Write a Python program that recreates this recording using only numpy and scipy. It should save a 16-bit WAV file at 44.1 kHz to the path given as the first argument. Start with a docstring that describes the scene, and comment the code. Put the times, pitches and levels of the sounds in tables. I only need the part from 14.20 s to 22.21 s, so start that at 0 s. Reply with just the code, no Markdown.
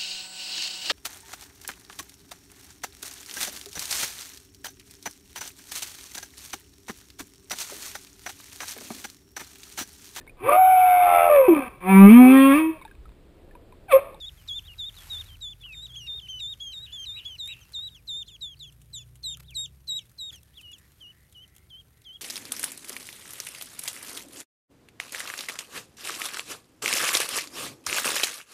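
"""Ducklings, leaves and wicker

Ducklings peep close by as a hand lifts one from a nest hollow into a wicker basket: gliding near-sines
with a few overtones and puffs of breath. Shaped noise makes the leaf rustle and scraping feet, noise
bursts the ticks and soft knocks. A buzzy bird in the trees is a pulse train through a rising resonance.
Behind lie an engine of summed sines that climbs and lets off, low rumble, airy hiss, blurred far calls
and a faint held tone."""
import sys
import numpy as np
from scipy import signal
from scipy.io import wavfile
from scipy.ndimage import uniform_filter1d, map_coordinates

SR = 44100
rng = np.random.default_rng(int(sys.argv[2]) if len(sys.argv) > 2 else 0)


def volts_from_decibels(level):
    """Turn decibel levels (scalar or array-like) into linear amplitude factors."""
    exponent = np.asarray(level, float) / 20
    return 10 ** exponent


def bounce(signal):
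    """Save signal as a 16-bit WAV file at the path given by the first command-line argument."""
    frames = np.transpose(np.atleast_2d(signal))
    limited = np.clip(frames, -1, 1)
    pcm = np.round(limited * 32767).astype(np.int16)
    wavfile.write(sys.argv[1], SR, pcm)


N = 353241  # length in samples

# Held peeps whose pitch sags, then moves to an end pitch; level and pitch before onset and closing shapes:
# [start_s, length_s, level_db, level_change_db, start_hz, sag_hz, end_hz, second_harmonic_db, sag_share]
# sag_share is the share of the length at which the sag is reached
SAGGING_PEEPS = [(0.0, 0.099, -37.5, -5, 3880, 3393, 3800, -22, 0.45),
                 (0.165, 0.089, -59, -15, 3800, 3020, 2900, -16, .45),
                 (0.279, 0.12, -33.5, -3, 4050, 3305, 3635, -21, 0.33),
                 (0.471, 0.076, -47, -5, 3870, 2870, 2890, -52, 0.39),
                 (0.583, .119, -32, -8.5, 3960, 3470, 3770, -25, 0.48),
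                 (0.76, 0.092, -45.5, -21, 4260, 3380, 3270, -35, 0.42),
                 (0.896, 0.13, -32.5, -9, 3920, 3480, 3760, -24.5, 0.63),
                 (1.072, 0.089, -54, 1, 3980, 3150, 3170, -41, .4),
                 (1.209, 0.13, -35, -11, 3960, 3434, 3565, -17, 0.52),
                 (1.523, 0.15, -46, 3, 3870, 3604, 3900, -13.5, 0.47),
                 (1.67, 0.095, -53.5, 7, 4060, 3200, 3500, -22, 0.47),
                 (1.865, 0.14, -34.5, -5.5, 3880, 3607, 3734, -29.5, 0.38),
                 (2.001, 0.077, -50, 3.5, 3967, 3070, 3120, -21, 0.42),
                 (2.194, 0.15, -32.5, -6.5, 3925, 3533, 3780, -19, 0.42),
                 (2.521, 0.15, -38, -7.5, 4080, 3660, 3900, -17.5, 0.41),
                 (2.854, .15, -35, -8.5, 4190, 3596, 3920, -20, 0.35),
                 (3.183, 0.16, -34, -9, 4130, 3600, 3880, -15, 0.39),
                 (3.534, 0.16, -33, -8, 4210, 3630, 3917, -19, 0.28),
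                 (3.873, .162, -34, -3.5, 4130, 3560, 3700, -16.5, 0.39),
                 (4.067, .102, -59, 10, 4260, 3660, 3400, -13, .32),
                 (4.21, 0.14, -32, -21.5, 4005, 3405, 3280, -20, 0.5),
                 (4.395, 0.11, -38.5, -19, 4190, 3420, 3280, -13, .45),
                 (4.73, .11, -34, -24, 4120, 3460, 3520, -4, 0.55),
                 (5.032, 0.12, -30.5, -11.5, 4230, 3687, 3710, -4, 0.55),
                 (5.345, 0.12, -30.5, -8.5, 4285, 3714, 3795, -3.5, 0.39),
                 (5.675, .122, -28.5, -6, 4140, 3787, 3910, -8, 0.43),
                 (5.981, .13, -36.5, -5.5, 4220, 3780, 3740, -11, 0.39)]
# A softer, lower duckling in the basket, same columns
SOFT_PEEPS = [(6.423, .11, -49, -1.5, 3090, 2855, 2950, -33, 0.49),
              (6.803, .12, -47.5, -4.5, 3260, 2846, 3040, -29.5, 0.49),
              (7.143, 0.11, -50, -2, 3210, 2906, 3180, -28.5, 0.35),
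              (7.497, 0.12, -48.5, -3, 3370, 3050, 3310, -33, .4),
              (7.845, 0.13, -48, 1.5, 3480, 3036, 3376, -30, 0.43)]
# Peeps that scoop up and slide down:
# [start_s, length_s, level_db, level_change_db, start_hz, top_hz, end_hz, second_harmonic_db, settle_share]
# settle_share is the share of the length at which the slide levels off
SCOOPED_PEEPS = [(1.431, 0.12, -43, -4.5, 2380, 3000, 2584, -48, 0.74),
                 (1.753, 0.13, -38.5, -11.5, 2800, 3314, 2845, -13, .6),
                 (2.081, 0.13, -36, -9.5, 2870, 3150, 3020, -17, 0.48),
                 (2.399, 0.14, -36.5, -9.5, 3110, 3353, 3180, -14.5, 0.63),
                 (2.72, 0.1383, -38, -4, 3280, 3510, 3190, -15, 0.58),
                 (3.049, 0.12, -33.5, -16, 3080, 3410, 3050, -19, .7),
                 (5.033, .136, -50.5, -11, 3550, 3660, 3260, -22, .85)]
# Short slurs gliding one way, before the onset shapes:
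# [start_s, length_s, level_db, level_change_db, start_hz, end_hz, second_harmonic_db]
SLURRED_PEEPS = [(1.048, 0.022, -63, 12, 3370, 3980, -32), (3.693, 0.051, -60, 5, 3940, 3620, -11),
                 (4.054, 0.036, -65, 3, 4050, 4280, -20), (4.361, 0.025, -65, 0, 3850, 4710, -20),
                 (0.414, .06, -74.5, 26, 2410, 3840, -38), (.72, 0.039, -62, 2, 2900, 4260, -32),
                 (1.404, 0.06, -55, 10.5, 3690, 3140, -41), (2.897, .054, -69, 3, 2580, 2360, -36),
                 (3.41, 0.06, -48.5, -35, 3350, 2560, -5), (3.745, 0.063, -44, -27, 3650, 2260, -13),
                 (4.078, 0.049, -39.5, -33, 3800, 2420, -20), (4.421, .047, -45, -20, 3740, 2530, -12),
                 (4.748, 0.078, -48.5, -17, 3750, 2500, -8), (5.092, 0.06, -44, -30, 3650, 2550, -13),
                 (5.24, 0.036, -63, -6, 3030, 4105, -35), (5.277, .064, -52.5, -2, 4100, 2250, -48),
                 (5.436, 0.059, -36, -38, 3770, 2670, -18), (5.765, 0.071, -36.5, -33, 4100, 2520, -11),
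                 (5.79, 0.07, -60, -22, 2440, 2050, -21), (6.125, 0.073, -42, -26, 3590, 2630, -8.5),
                 (6.332, 0.039, -66.5, 8, 2960, 3880, -23), (6.368, 0.047, -45.5, -8.5, 3765, 2480, -28.5),
                 (6.529, 0.052, -39, -33, 3690, 2590, -11)]
# How the open bill lifts or dulls each overtone: [pitch_hz, gain_db]
BILL_COLOUR = [(6000, 3), (7500, -2.5), (9000, -15), (11500, -11.5), (15500, -24)]
# Ticks of feet and twigs, peak of the bright snap: [start_s, peak_db, decay_s]
FOOT_TICKS = [(0.807, -45, 0.0012), (3.258, -43, 0.003), (3.275, -37, 0.0026), (3.522, -43.5, 0.0025),
              (3.9384, -45, 0.0016), (4.524, -48.5, 0.0049), (4.6163, -48, 0.0071), (4.9554, -46, 0.0067),
              (5.1715, -38, 0.0019), (5.307, -43.5, 0.003), (5.8555, -51.5, 0.006), (6.158, -40.5, 0.0036),
              (6.232, -43.5, 0.0017), (6.38, -50, 0.0034), (6.412, -42.5, 0.0059), (6.516, -46, 0.0051),
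              (6.583, -45, 0.006), (6.719, -49.5, 0.0037), (7.125, -45.5, 0.0051), (7.351, -50, 0.0036),
              (7.364, -41, 0.0031), (7.382, -46.5, 0.002), (7.818, -47.5, 0.0039)]
# Feet scraping over the wicker, level before flutter and fades: [start_s, length_s, level_db]
WICKER_SCRAPES = [(5.194, 0.017, -51.5), (5.223, 0.017, -60.5), (5.375, 0.032, -60), (6.107, 0.052, -57)]
# Leaves and down brushed by the hand, level before the crackle: [time_s, level_db]
RUSTLE_LEVEL = [(0, -65), (.25, -60.5), (.4, -63), (.68, -63), (.78, -52.5), (1, -53), (1.12, -61),
                (1.25, -69), (1.74, -64), (2.32, -66.5), (2.8, -64), (3.45, -63.5), (3.9, -71),
                (5.4, -72.5), (6.7, -67.5), (6.9, -70.5), (8.01, -72.5)]
# Relative spectrum of the rustle: [frequency_hz, density_db_per_hz]
LEAF_COLOUR = [(300, -1), (450, -6), (1400, 1), (2600, 0), (4000, -2), (7000, -4), (10000, -5.5),
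               (12500, 0), (14500, -10), (16000, -50)]
# Distant engine: [time_s, cycle_hz, second_order_db, upper_orders_db]
ENGINE_COURSE = [(0, 22.2, -57.5, -61), (1.2, 19.3, -55.5, -58), (1.7, 30.4, -55.5, -63),
                 (3, 23.9, -67, -65), (4, 25.4, -63, -63), (4.55, 29.6, -59.5, -61.5),
                 (5.15, 30.6, -55.5, -62), (5.6, 33.1, -56, -63.5), (5.8, 32.4, -85, -71),
                 (6.5, 14.2, -74, -64)]
# Balance of the engine's upper orders before they waver: [multiple_of_cycle, relative_db]
UPPER_ORDERS = [(3, -8), (4, 0), (5, -2.5), (6, -22.5)]
# Outdoor rumble, reference for its two layers: [time_s, level_db]
RUMBLE_LEVEL = [(0, -53.5), (1.5, -55.5), (2.5, -56.5), (4, -60.5), (5.8, -59), (8.01, -63)]
# Relative spectrum of the background air: [frequency_hz, density_db_per_hz]
AIR_COLOUR = [(25, -58), (59, 6), (120, 2), (217, -10), (394, -12.5), (818, -25.5), (3250, -34),
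              (5000, -50.5), (8300, -35), (9300, -17.5), (10400, -48.5), (11500, -15.5), (13000, -45),
              (16000, -27)]
# Soft low knocks of the hand on soil and basket: [start_s, peak_db, resonance_hz]
HAND_KNOCKS = [(1.457, -54, 1240), (1.89, -56, 347), (1.942, -52.5, 368), (2.729, -57, 360),
               (3.583, -55, 1200), (3.96, -56.5, 393), (5.166, -56, 1390), (5.199, -63, 439),
               (5.392, -65, 657)]
# Faint far calls smeared into hiss, level before the swell: [start_s, length_s, centre_hz, level_db]
FAR_CALL_BANDS = [(2.451, 0.4, 1650, -71), (2.847, 0.22, 1190, -72.5), (6.198, 0.19, 1730, -75),
                  (6.541, 0.16, 1830, -69), (6.851, 0.28, 1870, -70), (7.198, .3, 2010, -70),
                  (7.68, 0.28, 2010, -72.5)]
# Buzzy bird in the trees, level before the swell: [start_s, level_db, start_hz, end_hz, length_s]
BIRD_CHIRPS = [(2.658, -49, 2420, 3060, 0.056), (2.955, -44.5, 2020, 2960, 0.067),
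               (3.277, -42.5, 2180, 2750, 0.066)]

LEAD_S = 0.006  # air flows before the tone takes hold


def curve(rows, t):
    """Columns of a table read at times t."""
    s, *columns = np.transpose(rows)
    return [np.interp(t, s, c) for c in columns]


def read(points, hz):
    """A spectrum read on a log-frequency axis."""
    f, value = np.transpose(points)
    return np.interp(np.log(hz + 1), np.log(f + 1), value)


def evened(x):
    """Scaled to rms 1."""
    return x / np.sqrt(np.mean(x ** 2) + 1e-20)


def add(mix, s, sound):
    """Mixes a sound in at time s."""
    part = mix[round(s * SR):][:len(sound)]
    part += sound[:len(part)]


def drift(size, hz):
    """Random wavering of rms 1: noise low-passed at hz."""
    lowpass = signal.butter(2, hz, fs=SR, output="sos")
    return evened(signal.sosfilt(lowpass, rng.standard_normal(size + SR))[SR:])


def resonate(x, hz, width):
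    """A resonance of gain 1 that can move: shift hz down to zero, smooth, shift back up."""
    turn = np.exp(2j * np.pi * np.cumsum(hz * np.ones(len(x))) / SR)
    r = np.exp(-np.pi * width / SR)
    return 2 * (turn * signal.lfilter([1 - r], [1, -r], x / turn)).real


def hiss(colour, patchy_db):
    """Noise of a given spectrum with drifting patches, rms 1."""
    hz = np.fft.rfftfreq(1024, 1 / SR)
    a, b, patches = rng.standard_normal((N // 256 + 5, 513, 3)).T
    patches = uniform_filter1d(patches, size=12, axis=0)
    patches = evened(uniform_filter1d(patches, size=10, axis=1))
    z = (a + 1j * b) * volts_from_decibels(read(colour, hz)[:, None] + patchy_db * patches)
    return evened(signal.istft(z, nperseg=1024, noverlap=768)[1][:N])


def echoes(x, t60, delay_s):
    """Scattered reflections: a decaying noise tail of energy 1."""
    t = np.arange(SR // 2) / SR
    tail = rng.standard_normal(len(t)) * volts_from_decibels(-60 * t / t60) * (t > delay_s)
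    return signal.fftconvolve(x, tail / np.linalg.norm(tail))[:N]


def held(s, length, level_db, change_db, start_hz, turn_hz, end_hz, second_db, at, reach, bend, drop, rest_hz):
    """Pitch and level of a held call: curve to the turn, ease to the end pitch, collapse as the syrinx shuts."""
    t = np.arange(-min(LEAD_S, s), length, 1 / SR)
    u, left = np.clip(t / length, 0, 1), length - t
    ease = np.clip((u - at) / (reach - at), 0, 1)
    moved = np.sin(np.pi / 2 * ease) ** 2
    to_turn = np.clip(1 - u / at, 0, 1) ** (bend / at)  # steeper the earlier the turn
    hz = turn_hz + (start_hz - turn_hz) * to_turn + (end_hz - turn_hz) * moved
    # starts above the rest pitch are flicked in from higher, those below scooped in from lower
    hz += 1.33 * (start_hz - rest_hz) * np.exp(-u * length / 0.00422)
    shoulder = 0.2  # this share of the collapse comes a little earlier
    hz *= 1 - drop * ((1 - shoulder) * np.exp(-left / 0.00377) + shoulder * np.exp(-left / 0.0138))

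    swell_s = 0.003 + 0.11 * at * length  # longer the later the pitch turns
    shape_db = -13.5 * np.exp(-u * length / swell_s)
    shape_db += -8.5 * np.exp(-left / 0.0055)  # shutting
    shape_db += 1.5 * np.sin(np.pi * u)  # effort is greatest mid-call
    move_khz = abs(end_hz - turn_hz) / 1000
    # a last push of air just before the close, after a wide move of pitch
    shape_db += 19 * move_khz * np.exp(-((left - 0.015) / 0.0019) ** 2)
    # the level slackens while the pitch moves from the turn to the end
    shape_db -= 10.5 * move_khz * np.sin(np.pi * ease) ** 2
    return s + t, s, hz, level_db + change_db * u ** 0.95 + shape_db, second_db


def slur(s, length, level_db, change_db, start_hz, end_hz, second_db):
    """Pitch and level of a short bent glide, entered from just below."""
    t = np.arange(-LEAD_S, length, 1 / SR)
    u = np.clip(t / length, 0, 1)
    hz = end_hz + (start_hz - end_hz) * (1 - u) ** 1.4
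    hz -= 0.067 * start_hz * np.exp(-u * length / 0.0054)
    level_db = level_db + change_db * u - 10 * np.exp(-u * length / 0.002)
    return s + t, s, hz, level_db, second_db


def calls():
    """Every duckling call as times, start, pitch, level and second-harmonic level."""
    drop = 0.431  # share of the pitch lost in the closing collapse
    sagging = [held(*row, reach=0.78, bend=0.79, drop=drop, rest_hz=3980) for row in SAGGING_PEEPS]
    soft = [held(*row, reach=0.93, bend=0.79, drop=0.21, rest_hz=3000) for row in SOFT_PEEPS]
    # a scoop rests at its own start pitch, so it gets no entry flick
    scooped = [held(*row[:-1], at=0.1167, reach=row[-1], bend=0.164, drop=drop, rest_hz=row[4])
               for row in SCOOPED_PEEPS]
    return sagging + soft + scooped + [slur(*row) for row in SLURRED_PEEPS]


def ducklings():
    """Each peep is a near sine with a few overtones and a breathy start; level and pitch waver slightly."""
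    out = np.zeros(N)
    waver, shake, air = drift(N, hz=46.6), drift(N, hz=143), rng.standard_normal(N)
    flicker_db = 3 * drift(N + SR, hz=25)  # overtones come and go as the throat shifts
    wobble = 1 + 0.002 * drift(N, hz=35)
    for t, s, hz, level_db, second_db in calls():
        first, size = round(t[0] * SR), len(t)
        phase = 2 * np.pi * np.cumsum(hz * wobble[first:][:size]) / SR
        voice = np.sin(phase)
        closing_db = -5 * np.linspace(-0.5, 0.5, size)  # all overtones dull as the bill closes
        for k, db in zip((2, 3, 4), (0, -8, -14)):
            # higher overtones follow the brightness of a peep only in part
            own_db = second_db * 0.58 ** (k - 2) + db + read(BILL_COLOUR, k * hz) + closing_db
            own_db = own_db + flicker_db[first + k * 999:][:size]
            voice += (k * hz < SR / 2) * volts_from_decibels(own_db) * np.sin(k * phase)
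        u = (t - s + LEAD_S) / LEAD_S
        breath = resonate(air[first:][:size], hz * 0.98, 1300)
        breath = evened(resonate(breath, hz * 1.37, 1360)) * u * np.exp(1 - u)
        onset = np.sin(np.pi / 2 * np.minimum(u / np.e, 1)) ** 2
        sound = np.sqrt(2) * volts_from_decibels(level_db) * voice * onset + volts_from_decibels(level_db.max() - 22) * breath
        add(out, t[0], sound * signal.windows.tukey(size, 0.06))
    slip = np.cumsum(0.0025 * shake)  # tiny quick slips of pitch, as shifts in samples
    slip -= uniform_filter1d(slip, size=2000)
    near = map_coordinates(out * volts_from_decibels(1.1 * waver), [np.arange(N) + slip], order=3)
    return near + volts_from_decibels(-21) * echoes(near, t60=0.13, delay_s=0.004)


def tick(knock_hz, decay_s):
    """A sharp bright snap with a short woody knock under it, both from one noise burst."""
    t = np.arange(1500) / SR
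    snap = rng.standard_normal(len(t)) * np.exp(-t / decay_s)
    band = signal.butter(2, [5000, 13000], "band", fs=SR, output="sos")
    bright = signal.sosfilt(band, snap)
    knock = resonate(snap, knock_hz, 1070)
    return bright / abs(bright).max() + volts_from_decibels(-3) * knock / abs(knock).max()


def handling():
    """Single ticks, wicker scrapes, many faint random ticks, and a rustle of grainy noise."""
    out = np.zeros(N)
    for s, peak_db, decay_s in FOOT_TICKS:
        add(out, s, volts_from_decibels(peak_db) * tick(3350, decay_s))
    leaves = hiss(LEAF_COLOUR, patchy_db=1.1)
    for s, length, level_db in WICKER_SCRAPES:
        stroke = leaves[:round(length * SR)]
        flutter_db = 3 * drift(len(stroke), hz=150)
        add(out, s, volts_from_decibels(level_db + flutter_db) * stroke * signal.windows.tukey(len(stroke), 0.5))
    # about 34 faint ticks a second, drawn from eight kinds
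    size = volts_from_decibels(5 * np.minimum(rng.exponential(1, N), 3)) * (rng.random(N) < 34 / SR)
    kind = rng.integers(0, 8, N)
    for k in range(8):
        one_kind = tick(rng.uniform(1500, 5000), 0.004)
        out += volts_from_decibels(-66) * signal.oaconvolve(size * (kind == k), one_kind)[:N]
    level = volts_from_decibels(curve(RUSTLE_LEVEL, np.arange(N) / SR)[0])
    grain = volts_from_decibels(2.8 * drift(N, hz=185))  # leaves crackle in clumps
    return out + level * leaves * grain


def engine():
    """Low orders of the firing cycle, the upper ones wavering over distance; it fades as it lets off."""
    t = np.arange(N) / SR
    hz, second_db, upper_db = curve(ENGINE_COURSE, t)
    phase = 2 * np.pi * np.cumsum(hz) / SR
    upper = np.zeros(N)
    for k, db in UPPER_ORDERS:
        upper += volts_from_decibels(db + 3.7 * drift(N, hz=1.65)) * np.sin(k * phase + 7 * rng.random())
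    orders = volts_from_decibels(second_db) * np.sin(2 * phase) + volts_from_decibels(upper_db) * upper
    fade = np.clip((ENGINE_COURSE[-1][0] - t) / 0.23, 0, 1)  # silent from the last row on
    return np.sqrt(2) * orders * fade


def rumble():
    """Far traffic: band-passed low noise with a soft hum, a narrow resonance of the same noise."""
    noise = rng.standard_normal(N)
    band = signal.butter(3, [55, 160], "band", fs=SR, output="sos")
    low = evened(signal.sosfilt(band, noise))
    hum = evened(resonate(noise, 69.1, 10.3))
    level = volts_from_decibels(curve(RUMBLE_LEVEL, np.arange(N) / SR)[0])
    return level * (volts_from_decibels(-13) * low + volts_from_decibels(-4.5) * hum)


def background_air():
    """A steady bed of shaped noise with slight drifting patches."""
    return volts_from_decibels(-63) * hiss(AIR_COLOUR, patchy_db=0.5)


def thumps():
    """Short puffs of noise in a broad low resonance, applied twice."""
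    out, t = np.zeros(N), np.arange(3000) / SR
    for s, peak_db, hz in HAND_KNOCKS:
        puff = rng.standard_normal(len(t)) * t * np.exp(-t / 0.0054)
        knock = resonate(resonate(puff, hz, 500), hz, 500)
        add(out, s, volts_from_decibels(peak_db) * knock / abs(knock).max())
    return out


def far_calls():
    """Fuzzy bands of noise that swell, glide up and sink."""
    out = np.zeros(N)
    for s, length, hz, level_db in FAR_CALL_BANDS:
        noise = rng.standard_normal(SR // 2)[:round(length * SR)]
        glide = hz * np.linspace(0.93, 1.07, len(noise))
        band = evened(resonate(resonate(noise, glide, 300), glide, 400))
        add(out, s, volts_from_decibels(level_db) * band * np.hanning(len(noise)) ** 0.5)
    return out


def tree_bird():
    """Uneven fast pulses with puffs of noise ring a rising resonance; the trees throw back a long tail."""
    out = np.zeros(N)
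    for s, level_db, start_hz, end_hz, length in BIRD_CHIRPS:
        t = np.arange(0, length, 1 / SR)
        chance = rng.standard_normal((2, len(t)))
        uneven = 1 + 0.5 * uniform_filter1d(chance[0], size=150)
        turns = np.cumsum(270 * uneven) / SR  # mean pulse rate in Hz
        puffs = 0.3 * chance[1] * np.exp(-(turns % 1) / 0.37)  # hoarseness after each pulse
        pulses = evened(np.diff(np.floor(turns), prepend=-1)) + puffs
        hz = end_hz + (start_hz - end_hz) * np.exp(-t / 0.017)
        buzz = evened(resonate(resonate(pulses, hz, 430), hz, 170))
        add(out, s, volts_from_decibels(level_db) * buzz * np.sin(np.pi * t / length))
    return out + volts_from_decibels(-4) * echoes(out, t60=0.38, delay_s=0.0035)


def far_tone():
    """A faint held tone from far off, perhaps a horn: only a few overtones of 192 Hz carry."""
    t = np.arange(N) / SR
    stack = sum(np.sin(2 * np.pi * k * 192 * t) for k in (4, 7, 8))
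    return volts_from_decibels(-84) * stack * np.clip((t - 7.1) * 20, 0, 1)  # enters at 7.1 s over 0.05 s


def scene():
    """All sources, one microphone."""
    close = ducklings() + handling() + thumps()
    far = engine() + rumble() + background_air() + far_calls() + tree_bird() + far_tone()
    return (close + far)[None]


def top_cut(x):
    """Nothing passes above the cut-off."""
    return signal.sosfilt(signal.butter(12, 16420, fs=SR, output="sos"), x)


def record(dry):
    """The microphone chain rolls off the very top with a steep low-pass."""
    edge = signal.firwin(255, 15950, window=("kaiser", 9), fs=SR)
    mix = signal.oaconvolve(dry, edge[None], "same")
    return top_cut(mix)


dry = scene()
out = record(dry)
bounce(out)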